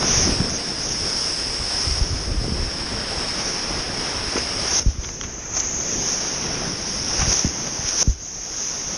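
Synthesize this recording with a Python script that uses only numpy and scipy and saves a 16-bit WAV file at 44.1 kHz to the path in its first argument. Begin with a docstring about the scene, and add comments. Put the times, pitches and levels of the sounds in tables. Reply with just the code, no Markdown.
"""Board on a fast river

Fast water rushes and splashes around a board, heard by a camera microphone on the end of a wooden pole.
The rush is bubbly hiss through a narrow port that whistles near 5-6 kHz; spray wets, shifts and shuts it.
Splashes are noise bursts, blows on the board are gliding tones along the pole, and wind and slosh are
low noise with air bubbles. All of it reaches one microphone, close up."""
import sys
import numpy as np
from scipy import signal
from scipy.fft import rfft, irfft, next_fast_len
from scipy.io import wavfile
from scipy.ndimage import uniform_filter1d, minimum_filter1d, map_coordinates

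SR = 44100
rng = np.random.default_rng(int(sys.argv[2]) if len(sys.argv) > 2 else 0)


def master_out(mix):
    """Clip the mix to full scale and print it as 16-bit PCM to the path in sys.argv[1]."""
    frames = np.transpose(np.atleast_2d(mix))
    ceiling = np.clip(frames, -1, 1)
    pcm = np.round(ceiling * 32767).astype(np.int16)
    wavfile.write(sys.argv[1], SR, pcm)


N = 395577  # samples

# The rush before surges: t/s, level in the port resonance/dB, resonance f/Hz, roar relative to it/dB
RUSH_COURSE = [(0, -25, 5490, -5), (.35, -26.5, 5270, -5.5), (.5, -29, 5410, -7), (1.0, -27, 5440, -9),
               (1.75, -25.5, 5340, -9), (2.1, -27, 5520, -8), (2.35, -31, 5420, -7), (2.9, -29.5, 5400, -4),
               (3.25, -27, 5380, -4.5), (3.7, -29, 5470, -4), (4.2, -29, 5430, -3), (4.65, -26, 5440, -5.5),
               (4.9, -23, 5840, -12), (5.4, -30, 6230, -6.5), (5.75, -22.5, 6360, -12),
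               (6.05, -22.5, 5930, -11.5), (6.5, -28, 5615, -5), (7.0, -27.5, 5575, -9.5),
               (7.2, -24, 5600, -7.5), (7.5, -29.5, 5850, -8.5), (7.95, -26.5, 5720, -10),
               (8.3, -27.5, 6120, -14), (8.55, -25.5, 5890, -12.5), (8.97, -27.5, 5850, -9.5)]
# Surges of spray at the port (negative = brief dip): crest t/s, level/dB, rise/s, fall/s, resonance lift/(Hz/dB)
SPRAY_SURGES = [(.13, 6.5, 0.07, 0.2, 60), (.55, 3.5, 0.045, 0.025, 82), (.89, 2, 0.067, .06, 100),
                (1.24, 3.5, 0.087, .12, 8), (1.8, 1, .05, .05, 120), (1.92, 2.5, 0.082, 0.054, -2),
                (3.45, 2, 0.099, 0.14, 50), (4.36, 1.5, .06, 0.09, 30), (4.797, 6, 0.1, .001, 28),
                (4.96, -7, .03, 0.044, 25), (5.07, 1.5, .04, .06, 40), (5.572, 7, .03, 0.016, 10),
                (5.6, 7, .012, 0.014, 10), (6.1, 2, 0.038, .07, 10), (6.9, 2, 0.047, 0.069, 3),
                (7.33, 8, 0.058, 0.14, 10), (7.6, 1.5, 0.04, 0.045, 33), (7.89, 4, .04, 0.052, 3),
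                (8.029, 9.5, 0.053, .001, 10), (8.1, 5, 0.058, 0.034, 50), (8.17, -5.5, .03, .03, 30),
                (8.25, 3, 0.032, 0.027, 52), (8.67, 4.5, 0.089, 0.05, 40), (8.9, 3, .04, 0.05, 30)]
# Water closing the port: t/s, level/dB, time constant of draining/s
PORT_SHUTS = [(1.99, -2, 0.42), (4.798, -3.5, .6), (4.83, -8, 0.66), (8.03, -9.5, .6)]
# Colour of the hiss with its peak low, middle and high, with a near-silent gap above the peak
# in the middle and high ones: f/Hz, relative level per Hz/dB
HISS_LOW = [(2060, -23.5), (3500, -21), (3970, -29), (4340, -19.5), (5110, -1.5), (5390, 0.5), (5710, -7),
            (6110, -16.5), (6580, -14), (7010, -31), (7620, -14), (10200, -15.5), (10600, -23),
            (11500, -41), (12300, -59), (16000, -82), (22000, -120)]
HISS_MIDDLE = [(2060, -23), (3500, -16), (4230, -20.5), (5080, -4), (5650, 1), (6540, -5), (6830, -23),
               (7190, -21.5), (7420, -84), (7580, -89), (7700, -27), (7830, -45), (8510, -27.5),
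               (10600, -25), (12300, -58), (16000, -79), (22000, -120)]
HISS_HIGH = [(2060, -33.5), (3500, -28), (4580, -27.5), (4770, -21), (5530, -13), (6340, -2), (6650, -6.5),
             (7160, -23), (7990, -56), (8160, -85), (8290, -95), (9560, -92), (9810, -71), (11100, -50),
             (12300, -77), (16000, -70.5), (22000, -120)]
# Fizz above the hiss peak: resonance f/Hz, level relative to the peak/dB
FIZZ_LEVEL = [(5250, -15), (5450, -16.5), (5650, -22), (5900, -26.5), (6300, -33.5)]
# Colour of the roar: f/Hz, relative level per Hz/dB
ROAR_COLOUR = [(150, -38), (250, -2.5), (420, -1.5), (571, -3), (749, -3), (1260, -5.5), (1490, -5),
               (4200, -11), (5460, -25), (9240, -120)]
# Change of roar colour for each step of wetness: f/Hz, level/dB
WATER_FILM = [(500, 0), (1000, 0), (2500, 0.5), (4200, -5)]
# Drops and slaps of spray: t/s, slap level/dB, port ring level/dB, slap pitch f/Hz, time to crest/s
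SPRAY_DROPS = [(0.026, -23, -27, 900, 0.0028), (0.277, -22, -30, 600, .002), (0.402, -27, -38, 900, .002),
               (0.502, -31, -23, 1200, 0.0014), (4.1610, -30, -37, 900, 0.0023),
               (4.3600, -24, -32, 1200, .007), (4.375, -29, -29, 1200, 0.0027),
               (4.382, -25, -23, 1500, 0.0028), (5.034, -33, -32, 2500, 0.0022),
               (5.042, -31, -35, 2200, 0.0037), (5.0890, -31, -26, 1800, 0.0017),
               (5.212, -21, -22, 2070, 0.001), (5.232, -32, -31, 1980, 0.0064),
               (5.5520, -30.5, -30, 1200, 0.0018), (5.5630, -28.5, -20, 895, .006),
               (5.6, -28, -13, 1500, 0.0011), (6.1210, -33, -22, 900, 0.00087),
               (6.465, -28, -29, 900, 0.0018), (7.188, -30, -23, 1190, 0.012),
               (7.211, -24.5, -24, 1170, 0.01), (7.317, -27, -29, 1000, 0.0033),
               (7.325, -26, -14, 900, 0.0026), (7.391, -31, -17, 1680, 0.0022),
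               (7.448, -25.5, -32, 770, 0.0017), (7.663, -31, -37, 500, 0.0086),
               (7.888, -37, -14, 1500, .002), (8.014, -27, -33, 444, 0.0071)]
# Blows carried by the pole: t/s, level/dB, first f/Hz, last f/Hz, after-ring relative to the blow/dB
POLE_THUMPS = [(.227, -22, 110, 80, -20), (0.262, -20, 120, 64.7, -20), (0.2738, -12, 500, 250, -23),
               (.292, -13, 300, 180, -17), (0.318, -15, 130, 70, -20), (0.401, -8.5, 186, 123, -22),
               (.415, -14.5, 403, 130, -20), (1.868, -14, 120, 79, -12), (1.908, -15, 80, 60, -11),
               (1.973, -19, 110, 70.4, -18), (2.01, -8, 220, 42, -22), (2.103, -18, 90, 75.5, -5),
               (2.128, -13, 200, 55.7, -11), (2.344, -20, 350, 170, -20), (2.375, -14, 90, 59.6, -12),
               (2.416, -13.5, 130, 85, -21), (2.48, -14, 447, 199, -20), (2.4915, -18, 129, 109, -15),
               (2.5195, -12.5, 250, 130, -9), (2.544, -25, 110, 60, -15), (2.618, -20, 90, 55, -15),
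               (2.669, -18.5, 80, 55, -15), (4.357, -13, 400, 190, -21), (4.377, -13, 450, 270, -20),
               (4.86, -6.5, 372, 38, -7), (4.982, -16.5, 248, 44.3, -26), (5.244, -26, 146, 70, -15),
               (7.185, -18, 120, 45, -12), (7.211, -16, 150, 70, -21), (7.226, -15.5, 160, 100, -15),
               (7.275, -13, 202, 54, -8), (7.4452, -9, 425, 100, -8.5), (7.468, -15, 272, 211, -24),
               (7.79, -20, 200, 90, -15), (7.844, -23, 150, 70, -15), (8.074, -6, 390, 43, -7.5)]
# Bending modes of the pole: f/Hz, level within the after-ring/dB, time to fall 60 dB/s
POLE_MODES = [(71, 1.5, 0.15), (160, -20, 0.054)]
# Wind and slosh at the mic: t/s, buffet level/dB, flutter level/dB
WIND_COURSE = [(0, -40, -29), (.12, -26.5, -31.5), (.3, -29.5, -26), (.65, -37, -33), (1.37, -41.5, -39),
               (1.7, -35, -41), (2.07, -32, -35.5), (2.4, -25, -33), (2.5, -31, -29), (2.65, -24, -33),
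               (2.72, -39, -36), (2.95, -32.5, -34.5), (3.2, -35, -35), (4.32, -41, -36.5),
               (4.65, -34, -34.5), (4.87, -41, -42), (5.3, -42, -38), (5.57, -35, -40.5), (5.95, -43, -32),
               (6.29, -45, -36), (6.59, -41, -30.5), (6.94, -41, -36), (7.32, -36, -31.5), (7.47, -47, -42),
               (7.67, -45, -33.5), (7.92, -36, -42), (8.03, -55, -34.5), (8.15, -42.5, -46.5),
               (8.87, -47.5, -39), (8.97, -46, -37)]
# Colours of buffet and flutter: f/Hz, relative level per Hz/dB
BUFFET_COLOUR = [(15, -13), (30, 7), (50, 6), (90, 3), (140, -5.5), (250, -58)]
FLUTTER_COLOUR = [(80, -3.5), (140, 2), (250, -1.5), (400, -3.5), (700, -17), (1200, -61)]

TOP_HZ = 12400  # band limit of the microphone signal
FRAME, HOP_OVERLAP = 512, 384  # samples
SURGE_ROAR = 0.28  # share of a surge that the roar follows, in dB
GLIDE_S = 0.0038  # time constant of a thump's fall in pitch
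SWELL_CYCLES = 0.603  # time scale of a thump, in cycles of its last pitch


def rush():
    """White water through the port: a hiss whose peak climbs as the port gets wetter, over a roar."""
    white_water = churn(crackle_db=-7, spread_db=4, count=30000)
    hz, t, spectrum = signal.stft(white_water, SR, nperseg=FRAME, noverlap=HOP_OVERLAP)
    _, peak_hz, roar_db = curves(RUSH_COURSE, t)
    surge_db, lift_hz = surges(t)
    peak_hz = peak_hz + lift_hz
    roar_db = roar_db - (1 - SURGE_ROAR) * surge_db  # the surge itself is added to everything below
    wetness = np.interp(peak_hz, [5400, 5620, 6280], [0, 1, 2])

    def band_rms(gain, low_hz, high_hz):
        """Rms gain of each frame within a band, counted over the full spectrum."""
        band = (hz > low_hz) & (hz < high_hz)
        return np.sqrt(np.sum(gain[band] ** 2, axis=0) / len(hz))

    hiss_db = 0
    for step, colour in enumerate((HISS_LOW, HISS_MIDDLE, HISS_HIGH)):
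        weight = np.clip(1 - abs(wetness - step), 0, 1)
        hiss_db = hiss_db + np.maximum(along(colour, hz), -72)[:, None] * weight
    hiss = amp(hiss_db)

    # the whistling peak and the fizz above it are levelled apart
    above = hz[:, None] > np.interp(wetness, [0, 1, 2], [7000, 7500, 8800])
    whistle_gain = ~above / band_rms(hiss, 4500, 7200)
    fizz_gain = above * amp(along(FIZZ_LEVEL, peak_hz)) / band_rms(hiss, 7800, 11500)
    hiss = hiss * (whistle_gain + fizz_gain)

    roar = amp(along(ROAR_COLOUR, hz)[:, None] + wetness * along(WATER_FILM, hz)[:, None])
    roar = roar / band_rms(roar, 500, 4000) * amp(roar_db)

    # passing patches of foam, smoothed over 6 bins and 24 frames
    foam = uniform_filter1d(rng.standard_normal(spectrum.shape), 6, 0)
    foam = unit(uniform_filter1d(foam, 24, 1))
    coloured = spectrum * np.hypot(hiss, roar) * amp(0.77 * foam)
    water = signal.istft(coloured, SR, nperseg=FRAME, noverlap=HOP_OVERLAP)[1][:N]

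    now = np.arange(N) / SR
    level_db = curves(RUSH_COURSE, now)[0] + surges(now)[0] + shut(now)
    return water * amp(level_db + 0.49 * wobble(9) + 0.52 * wobble(25))


def churn(crackle_db, spread_db, count):
    """White water: even hiss with tiny bursting bubbles of very unequal size on top."""
    when, sign, size = rng.random((count, 3)).T
    pops = np.sign(sign - .5) * amp(-spread_db * np.log(size + 0.011))
    clicks = np.bincount((when * N).astype(int), pops, N)
    return unit(rng.standard_normal(N) + amp(crackle_db) * unit(clicks))


def surges(t):
    """Spray surges summed as lopsided bells: level in dB and lift of the port resonance in Hz."""
    level_db, lift_hz = 0, 0
    for crest, db, rise, fall, hz_per_db in SPRAY_SURGES:
        bell = db * np.exp(-((t - crest) / np.where(t < crest, rise, fall)) ** 2)
        level_db, lift_hz = level_db + bell, lift_hz + bell * hz_per_db
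    return level_db, lift_hz


def shut(t):
    """Level change in dB as water closes the port: a sudden drop that fades as it drains."""
    return sum(db * (t > s) * np.exp(-abs(t - s) / drain) for s, db, drain in PORT_SHUTS)


def splashes():
    """Each drop is a short burst of noise around its own pitch, part of it ringing the wetted port."""
    out, t = np.zeros(N + SR), np.arange(SR // 10) / SR

    def whistle(hz):
        """Hiss colour midway between its middle and high peak."""
        return amp((along(HISS_MIDDLE, hz) + along(HISS_HIGH, hz)) / 2)

    for s, slap_db, port_db, pitch_hz, crest_s in SPRAY_DROPS:
        def slap(hz):
            """A hump around the pitch in octaves, falling away steeply above 4 kHz."""
            octaves = np.log2((hz + 1) / pitch_hz)
            return amp(-4 * octaves ** 2) / (1 + (hz / 4000) ** 8)

        body = unit(filtered(rng.standard_normal(len(t)), slap))
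        ring = unit(filtered(rng.standard_normal(len(t)), whistle))
        u = t / crest_s
        envelope = (u * np.exp(1 - u)) ** 2
        out[round(s * SR):][:len(t)] += envelope * (amp(slap_db) * body + amp(port_db) * ring)
    return out[:N]


def thumps():
    """Bending waves run up the pole, high pitches first, then its modes ring out."""
    out, t = np.zeros(N + SR), np.arange(SR // 3) / SR
    for s, db, first_hz, last_hz, ring_db in POLE_THUMPS:
        swell_s = SWELL_CYCLES / last_hz
        u = t / swell_s
        turns = last_hz * t + (first_hz - last_hz) * GLIDE_S * (1 - np.exp(-t / GLIDE_S))
        wave = u ** 0.75 * np.exp(.35 - 0.62 * u ** 2) * np.sin(2 * np.pi * turns)
        late = np.clip(t - 1.5 * swell_s, 0, None)  # the modes start as the wave dies
        ring = 0
        for hz, mode_db, t60 in POLE_MODES:
            ring = ring + amp(mode_db - 60 * late / t60) * np.sin(2 * np.pi * hz * late)
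        out[round(s * SR):][:len(t)] += amp(db) * (wave + amp(ring_db) * ring)
    return out[:N]


def wind():
    """Turbulence presses on the port in lumps; the slosh flutters along the pole with its bubbles."""
    buffet_db, flutter_db = curves(WIND_COURSE, np.arange(N) / SR)
    lumps = wobble(18)
    buffet = unit(amp(3.2 * lumps) * coloured_noise(BUFFET_COLOUR))
    bubbles = gurgle(centre_hz=320.5, cycles=4.0, spread_db=3, count=900)
    slosh = coloured_noise(FLUTTER_COLOUR) + amp(-5) * bubbles
    flutter = unit(amp(1.3 * lumps) * slosh)
    return amp(buffet_db) * buffet + amp(flutter_db) * flutter


def gurgle(centre_hz, cycles, spread_db, count):
    """Pockets of air slosh under the board: soft-starting low bubbles whose pitch rises a little."""
    draw, t = rng.random((count, 3)), np.arange(SR // 25) / SR
    turns = centre_hz * np.exp(1.61 * (draw[:, 1:2] - .5)) * t
    size = amp(-spread_db * np.log(draw[:, 2:] + 0.028))
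    envelope = turns * np.exp(-3 * turns / cycles)
    bubbles = size * envelope * np.sin(2 * np.pi * turns * (1 + 0.035 * turns))
    where = (draw[:, :1] * N).astype(int) + np.arange(len(t))
    return unit(np.bincount(where.ravel(), bubbles.ravel(), N)[:N])


def coloured_noise(colour):
    """Steady noise of the given colour, at rms 1."""
    return unit(filtered(rng.standard_normal(N), lambda hz: amp(along(colour, hz))))


def amp(db):
    """Decibels to gain."""
    return 10 ** (np.asarray(db) / 20)


def unit(x):
    """Scaled to rms 1."""
    return x / np.sqrt(np.mean(x ** 2) + 1e-20)


def along(points, hz):
    """(f/Hz, value) points read on a log frequency axis."""
    f, v = np.transpose(points)
    return np.interp(np.log(hz + 1), np.log(f + 1), v)


def curves(rows, t):
    """Each column after the time, read at times t."""
    s, *columns = np.transpose(rows)
    return [np.interp(t, s, column) for column in columns]


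def wobble(rate):
    """A smooth random curve, rate knots a second."""
    knots = rng.standard_normal(int(N * rate / SR) + 4)
    return map_coordinates(knots, [np.arange(N) * rate / SR])


def filtered(x, response):
    """x shaped by a gain that depends on frequency in Hz."""
    m = next_fast_len(len(x) + 8192)
    return irfft(rfft(x, m) * response(np.fft.rfftfreq(m, 1 / SR)), m)[:len(x)]


def scene():
    """One microphone feeds both channels."""
    mic = rush() + splashes() + thumps() + wind()
    return np.tile(mic, (2, 1))


def record(dry):
    """A limiter holds peaks to half of full scale, then everything above the band limit is removed."""
    need = np.minimum(1, .5 / (abs(dry) + 1e-9))
    lowest = minimum_filter1d(need, size=180, axis=1)  # about 4 ms around each peak
    held = dry * uniform_filter1d(lowest, size=90, axis=1)
    return np.array([filtered(side, lambda hz: hz < TOP_HZ) for side in held])


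dry = scene()
out = record(dry)
master_out(out)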